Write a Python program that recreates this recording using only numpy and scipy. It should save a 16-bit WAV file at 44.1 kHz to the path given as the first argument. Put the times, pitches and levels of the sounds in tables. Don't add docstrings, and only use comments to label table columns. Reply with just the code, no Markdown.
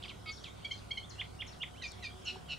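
import sys
import numpy as np
from scipy import signal
from scipy.fft import rfft, irfft
from scipy.io import wavfile
from scipy.ndimage import uniform_filter1d, map_coordinates

SR = 44100
rng = np.random.default_rng(int(sys.argv[2]) if len(sys.argv) > 2 else 0)


def voltage_ratio(level):
    return 10 ** (np.asarray(level, float) / 20)


def generate_wav(sig):
    pcm = np.round(np.clip(np.atleast_2d(sig).T, -1, 1) * 32767).astype(np.int16)
    wavfile.write(sys.argv[1], SR, pcm)


N = 113778


def unit(x):
    return x / np.sqrt(np.mean(x ** 2) + 1e-20)


def along(points, hz):
    f, v = np.transpose(points)
    return np.interp(np.log(hz + 1), np.log(f + 1), v)


def wobble(rate, count=N):
    knots = rng.standard_normal(int(count * rate / SR) + 4)
    return map_coordinates(knots, [np.arange(count) * rate / SR])


def panned(x, db):
    return x * voltage_ratio(np.array([[db / 2], [-db / 2]]))


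# frequency in Hz, likeness from -1 to 1.
LIKENESS = [(60, .9), (170, .3), (350, -.4), (800, -.3), (1600, .1), (3100, .4), (15000, .2)]
# frequency in Hz, left over right in dB.
LEFT_LEAN = [(60, -1.2), (1300, -0.43), (15000, -0.8)]


def rush(spectrum, patchy_db):
    z = signal.stft(rng.standard_normal((2, N + 8192)), nperseg=512)[2]
    patches = uniform_filter1d(rng.standard_normal(z.shape[1:]), size=6, axis=0)
    patches = uniform_filter1d(patches, size=14, axis=1)
    pair = signal.istft(z * voltage_ratio(patchy_db * unit(patches)), nperseg=512)[1]
    hz = np.fft.rfftfreq(pair.shape[1], 1 / SR)
    turn = np.arccos(np.clip(along(LIKENESS, hz), -1, 1)) / 2
    mid, side = rfft(pair) * voltage_ratio(along(spectrum, hz)) * [np.cos(turn), np.sin(turn)]
    lean = voltage_ratio(along(LEFT_LEAN, hz) / 2)
    both = np.array([(mid + side) * lean, (mid - side) / lean])
    return unit(irfft(both, pair.shape[1])[:, :N])


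# frequency in Hz, level in dB per Hz.
AIR_SPECTRUM = [(25, -16), (42, -8), (76, -5.5), (150, -5.5), (290, -11), (750, -14.5), (1500, -19),
                (2400, -91)]


def air():
    return voltage_ratio(-52.5) * rush(AIR_SPECTRUM, patchy_db=0.0)


# frequency in Hz, level in dB per Hz.
LEAF_SPECTRUM = [(880, -89), (1500, -6.5), (2450, -9.5), (3280, -4), (5000, -15.5), (8000, -22),
                 (12000, -75)]


def leaves():
    return voltage_ratio(-60.5 + 0.41 * wobble(7.8)) * rush(LEAF_SPECTRUM, patchy_db=3.5)


# frequency in Hz, level in dB per Hz.
HISS_SPECTRUM = [(2500, -44), (5000, -2), (9080, 1.5), (12000, -7.5), (15600, -17.5)]


def far_hiss():
    return voltage_ratio(-68) * rush(HISS_SPECTRUM, patchy_db=2.0)


def low_murmur():
    start_s, full_s = 2.2, 2.58
    grows = np.clip((np.arange(N) / SR - start_s) / (full_s - start_s), 0, 1)
    return voltage_ratio(-54) * grows * rush([(90, -34), (170, 13), (330, -45)], patchy_db=3.0)


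# frequency in Hz, level in dB, sway in dB.
HUM_LINES = [
    (65.15, -57, 1.5),
    (367.4, -70.5, 6),
    (724.5, -68.5, 3.5),
    (15623, -96, 1.1),
]
# time in seconds, level in dB.
ENGINE_LOAD = [(0.0, -52), (0.08, -60.5), (1.42, -54), (1.62, -69), (1.77, -54.5), (1.87, -81),
               (1.96, -54.5), (2.13, -57.5), (2.34, -70), (2.39, -59), (2.46, -71), (2.58, -68)]


def engine_hum():
    sway_rate = 14
    lines = 0
    for hz, db, sway_db in HUM_LINES:
        level = voltage_ratio(db + 1.5 + sway_db * wobble(sway_rate))
        pitch = hz + 0.02616 * min(hz, 400) * wobble(sway_rate)
        lines = lines + level * np.sin(2 * np.pi * np.cumsum(pitch) / SR)
    s, load_db = np.transpose(ENGINE_LOAD)
    load = voltage_ratio(np.interp(np.arange(N) / SR, s, load_db) + 1.5)
    throb_hz = 99.8 + 1.2 * wobble(sway_rate)
    throb = load * np.sin(2 * np.pi * np.cumsum(throb_hz) / SR)
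    return panned(lines + throb, -3.5)


# start in seconds, level in dB, frequency in Hz, time to fall 60 dB in seconds.
SMALL_KNOCKS = [
    (.648, -44, 8600, .003),
    (1.919, -31, 8800, .002),
    (1.919, -43, 11500, .0015),
    (2.358, -35, 950, .018),
    (2.361, -43, 450, .07),
]


def ticks():
    out, t = np.zeros(N + SR), np.arange(SR // 10) / SR
    for s, db, hz, t60 in SMALL_KNOCKS:
        level = voltage_ratio(db - 60 * t / t60) * np.minimum(10 * t / t60, 1)
        sag = 1 - 0.35 * t / t60
        out[round(s * SR):][:len(t)] += level * np.sin(2 * np.pi * hz * t * sag)
    return panned(out[:N], 1.0)


def sing(rows, shape, pairs, levels_db, rough):
    out, (s, *cols) = np.zeros(N + SR), np.transpose(shape)
    t = np.arange(SR // 10) / SR
    count = len(t)
    fade = np.clip(np.minimum(t, s[-1] - t) / 0.0015, 0, 1)
    curves = [np.interp(t, s, c) for c in cols]
    hz1, db1, hz2, db2 = [uniform_filter1d(c, size=66, mode="nearest") for c in curves]
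    for start, db, *ratio in rows:
        turns = []
        for hz in (hz1, hz2):
            pitch = hz * np.prod(ratio) * (1 + 0.004 * wobble(326, count))
            turns.append(2 * np.pi * np.cumsum(pitch) / SR)
        rasp, breath = wobble(900, count), voltage_ratio(-3) * wobble(6500, count)
        fray = rough * 0.5 * (rasp + breath)
        note = 0
        for (m, n), level_db in zip(pairs, levels_db):
            order = abs(m) + abs(n)
            shimmer_db = 1.2 * wobble(266.0, count)
            level = voltage_ratio(level_db + abs(m) * db1 + abs(n) * db2 + shimmer_db)
            note = note + level * (1 + order * fray) * np.sin(m * turns[0] + n * turns[1] + m * m)
        out[round(start * SR):][:count] += voltage_ratio(db) * fade * note
    return out[:N]


WHISTLE_MIX = [(1, 0), (.5, 1), (1.5, 1), (2, 1)]


def whistle(rows, shape, levels_db=(0,), rough=0.26, late_db=-34):
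    end = shape[-1][0]
    two_sided = [(*row, 0, late_db * (1 - row[0] / end)) for row in shape]
    return sing(rows, two_sided, WHISTLE_MIX, levels_db, rough)


# frequency in Hz, time for the scatter to fall 60 dB in seconds.
REED_RING = [(3000, 0.15), (8000, 0.41)]


def reeds(x):
    hz, t, z = signal.stft(rng.standard_normal((2, SR // 2)), SR, nperseg=256)
    decay = voltage_ratio(-60 * t / along(REED_RING, hz)[:, None])
    a, b = signal.istft(z * decay, SR, nperseg=256)[1]
    turn = np.arccos(0.71) / 2
    shared, apart = a * np.cos(turn), b * np.sin(turn)
    tail = np.array([shared + apart, shared - apart]) / np.linalg.norm(a)
    delayed = np.pad(x, (round(.004 * SR), 0))
    return signal.fftconvolve(delayed[None], tail, axes=1)[:, :N]


# seconds after the start, frequency in Hz, level in dB.
CHIFF_SHAPE = [(0, 6900, -10), (.008, 6700, -5), (.014, 5800, -1), (.019, 5450, -3), (.032, 5420, 0),
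               (.04, 5400, -14)]
CHAFF_SHAPE = [(0, 7050, -27), (.01, 6700, 2.5), (0.018, 5180, 1), (0.024, 4260, 6), (0.045, 4000, -4)]
TAIL_SHAPE = [(0, 5105, 4), (.006, 4666, 8.5), (0.013, 3860, 6), (.024, 3490, -0.5), (.038, 3240, -1)]
# start in seconds, peak level in dB.
CHIFF_TIMES = [(.311, -53.5), (1.463, -54.5), (1.864, -52.5), (2.246, -50.5)]
CHAFF_TIMES = [(.712, -58), (1.087, -56.5)]
TAIL_TIMES = [(.367, -62.5), (.775, -65.5), (1.52, -67), (1.906, -62.5), (2.295, -69)]


def far_caller():
    call = whistle(CHIFF_TIMES, CHIFF_SHAPE) + whistle(CHAFF_TIMES, CHAFF_SHAPE)
    call = call + whistle(TAIL_TIMES, TAIL_SHAPE)
    return panned(call, 10) + voltage_ratio(2.5) * reeds(call)


# seconds after the start, frequency in Hz, level in dB.
RISE_SHAPE = [(0, 1900, -10), (.02, 2544, -9), (0.037, 3040, -2.5), (.055, 3200, -3), (.078, 2920, -4)]
SWEET_SHAPE = [(0, 2950, -9), (.035, 3250, -3), (.05, 3600, 0), (.056, 3750, -14)]
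PEEP_SHAPE = [(0, 2950, -20), (.008, 3010, 4), (0.021, 3110, -0.5), (0.033, 3140, -17)]
ARCH_SHAPE = [(0, 3470, -6), (.01, 4130, 1), (0.017, 4310, -10), (.024, 3600, -6), (.03, 2700, -10)]
LIFT_SHAPE = [(0, 5300, -1), (.03, 5600, 1), (0.056, 6200, -4), (.07, 6600, -8)]
# start in seconds, peak level in dB, and for peeps a pitch ratio.
RISE_TIMES = [(.592, -58), (1.745, -51.5)]
SWEET_TIMES = [(1.002, -48.5)]
PEEP_TIMES = [(.044, -57, 1.56), (.492, -59.5, 1.2), (1.15, -63, 0.89), (1.732, -60, 1.0),
              (2.15, -63, 1.01), (2.222, -64.5, 1.04), (2.455, -65, 1.05)]
ARCH_TIMES = [(1.47, -56)]
LIFT_TIMES = [(.37, -62)]


def far_whistler():
    song = whistle(RISE_TIMES, RISE_SHAPE) + whistle(SWEET_TIMES, SWEET_SHAPE)
    song = song + whistle(PEEP_TIMES, PEEP_SHAPE) + whistle(ARCH_TIMES, ARCH_SHAPE)
    song = song + whistle(LIFT_TIMES, LIFT_SHAPE)
    return panned(song, -3) + voltage_ratio(-5) * reeds(song)


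# seconds after the start, frequency in Hz, level in dB.
CHEVRON_SHAPE = [(0, 2120, -15), (.006, 3170, -4.5), (.009, 4000, -18), (.012, 4822, -14),
                 (.018, 3170, -2.5), (.022, 2790, -7), (0.024, 2613, -6), (0.041, 2030, -10)]
SLIDE_SHAPE = [(0, 5340, -19), (.004, 4530, -0.5), (.009, 3210, 3), (.014, 2840, -10), (.02, 2700, -2),
               (.03, 2400, -4.5), (.044, 2230, -7.5), (0.054, 2070, -14)]
HOOK_SHAPE = [(0, 2794, -21), (.016, 2851, -6.5), (0.025, 3390, -3.5), (0.027, 3693, -12),
              (0.032, 3270, 1.5), (.034, 2500, 0), (0.038, 2090, 0.5), (.042, 1850, -10)]
# start in seconds, peak level in dB.
CHEVRON_TIMES = [(.021, -38.5), (.078, -40)]
SLIDE_TIMES = [(.436, -45)]
HOOK_TIMES = [(1.18, -32.5), (1.388, -35), (1.6, -33.5)]
CHEVRON_LEVELS = [0.5, -7, 1, -8]
SLIDE_LEVELS = [0, -6, 6, -8]
HOOK_LEVELS = [0, -14, -26]


def one_sided_syllables():
    return [whistle(CHEVRON_TIMES, CHEVRON_SHAPE, CHEVRON_LEVELS, rough=.6),
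            whistle(SLIDE_TIMES, SLIDE_SHAPE, SLIDE_LEVELS, rough=.5, late_db=-24),
            whistle(HOOK_TIMES, HOOK_SHAPE, HOOK_LEVELS, rough=.2)]


# seconds after the start, first side in Hz, its dB, second side in Hz, its dB.
BUZZ_SHAPE = [(0, 1287, -1.5, 920, -10.5), (.015, 1274, -5, 954.5, 0.5), (0.039, 1253, 0, 942, 0),
              (0.052, 1290, -4, 937, -7)]
CHUP_SHAPE = [(0, 2117, -16, 3150, -45), (.006, 2190, 0.5, 3050, -4), (0.012, 2197, -2, 3228, 1.5),
              (0.016, 2290, -4.5, 3190, 1), (.032, 2345, -52, 3000, -49)]
CHERR_SHAPE = [(0, 2080, -8, 3100, -40), (.006, 2010, 0, 3000, -30), (.014, 1900, -4, 2700, -8),
               (.026, 1865, -5, 2440, -1), (.04, 1870, -11, 2390, 0), (.05, 1850, -20, 2310, -7),
               (.056, 1850, -25, 2280, -22)]
CHURR_SHAPE = [(0, 1518, -10, 1291, -5), (0.013, 1477, -4.5, 1251, -2), (0.027, 1449, -2, 1241, 0),
               (.045, 1440, -3, 1210, 2.5), (0.059, 1429, -4, 1150, -0.5), (.066, 1460, -10, 1113, -12)]
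# start in seconds, peak level in dB, sometimes a pitch ratio.
BUZZ_TIMES = [(.259, -37)]
CHUP_TIMES = [(.643, -36.5, 1.034), (.706, -34.5, 0.99), (.905, -34.5, 1.01), (.969, -34, 0.98)]
CHERR_TIMES = [(1.819, -35), (2.024, -35)]
CHURR_TIMES = [(2.253, -36.5), (2.484, -37.5, 1)]
BUZZ_MIX = [(1, 0), (1, 1), (2, 0), (1, 2), (2, 1), (3, 0), (1, 3), (2, 2), (3, 1), (0, 3), (4, 0)]
CHUP_MIX = [(1, 0), (0, 1), (2, 0), (-1, 2), (1, 1), (0, 2)]
CHERR_MIX = [(1, 0), (0, 1), (2, 0), (3, 0), (1, 1), (0, 2), (0, 1.5), (2, 1), (1, .5), (3, -1)]
CHURR_MIX = [(1, 0), (2, 0), (1, 1), (3, -1), (2, 1), (3, 0), (0, 2), (2, 2), (3, 1), (1, 2), (1, 3),
             (3, 2), (4, 1)]
BUZZ_LEVELS = [-12, 1, -10.5, -14.5, -12.5, -11.5, -22, -8.5, -4.5, -24, -18]
CHUP_LEVELS = [-1.5, -2.5, -9, -13.5, -21.5, -26]
CHERR_LEVELS = [-8.5, -1, -5.5, -16, -7, -11, -16, -10, -18, -18]
CHURR_LEVELS = [-21.5, 1.5, -1.5, -12, -7, -3.5, -20, -16.5, -13.5, -15.5, -21.5, -31, -25]


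def two_sided_syllables():
    return [sing(BUZZ_TIMES, BUZZ_SHAPE, BUZZ_MIX, BUZZ_LEVELS, rough=.03),
            sing(CHUP_TIMES, CHUP_SHAPE, CHUP_MIX, CHUP_LEVELS, rough=0.059),
            sing(CHERR_TIMES, CHERR_SHAPE, CHERR_MIX, CHERR_LEVELS, rough=.24),
            sing(CHURR_TIMES, CHURR_SHAPE, CHURR_MIX, CHURR_LEVELS, rough=.2)]


# frequency in Hz, gain in dB.
THROAT_GAIN = [(2600, -2), (3250, 3), (4800, -2), (6000, -1.5), (11000, 7.5)]
# delay in seconds, level in dB.
BANK_ECHOES = [
    (.011, -14),
    (.044, -20),
]


def warbler():
    song = np.array(one_sided_syllables() + two_sided_syllables())
    throat = voltage_ratio(along(THROAT_GAIN, np.fft.rfftfreq(N, 1 / SR)))
    song = irfft(rfft(song) * throat, N)
    echoes = 0
    for s, db in BANK_ECHOES:
        arrived = np.arange(N) > s * SR
        echoes = echoes + voltage_ratio(db) * np.roll(song, round(s * SR), axis=1) * arrived
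    return sum(panned(x, -2.5) + voltage_ratio(-4.5) * reeds(x) for x in song + echoes)


def scene():
    floor = air() + leaves() + far_hiss() + low_murmur() + engine_hum()
    return floor + ticks() + far_caller() + far_whistler() + warbler()


def band_limit(x):
    return signal.sosfilt(signal.butter(12, 15710, fs=SR, output="sos"), x)


def record(dry):
    below_top = np.fft.rfftfreq(N, 1 / SR) < 15710
    kept = irfft(rfft(dry) * below_top, N)
    return band_limit(kept)


dry = scene()
out = record(dry)
generate_wav(out)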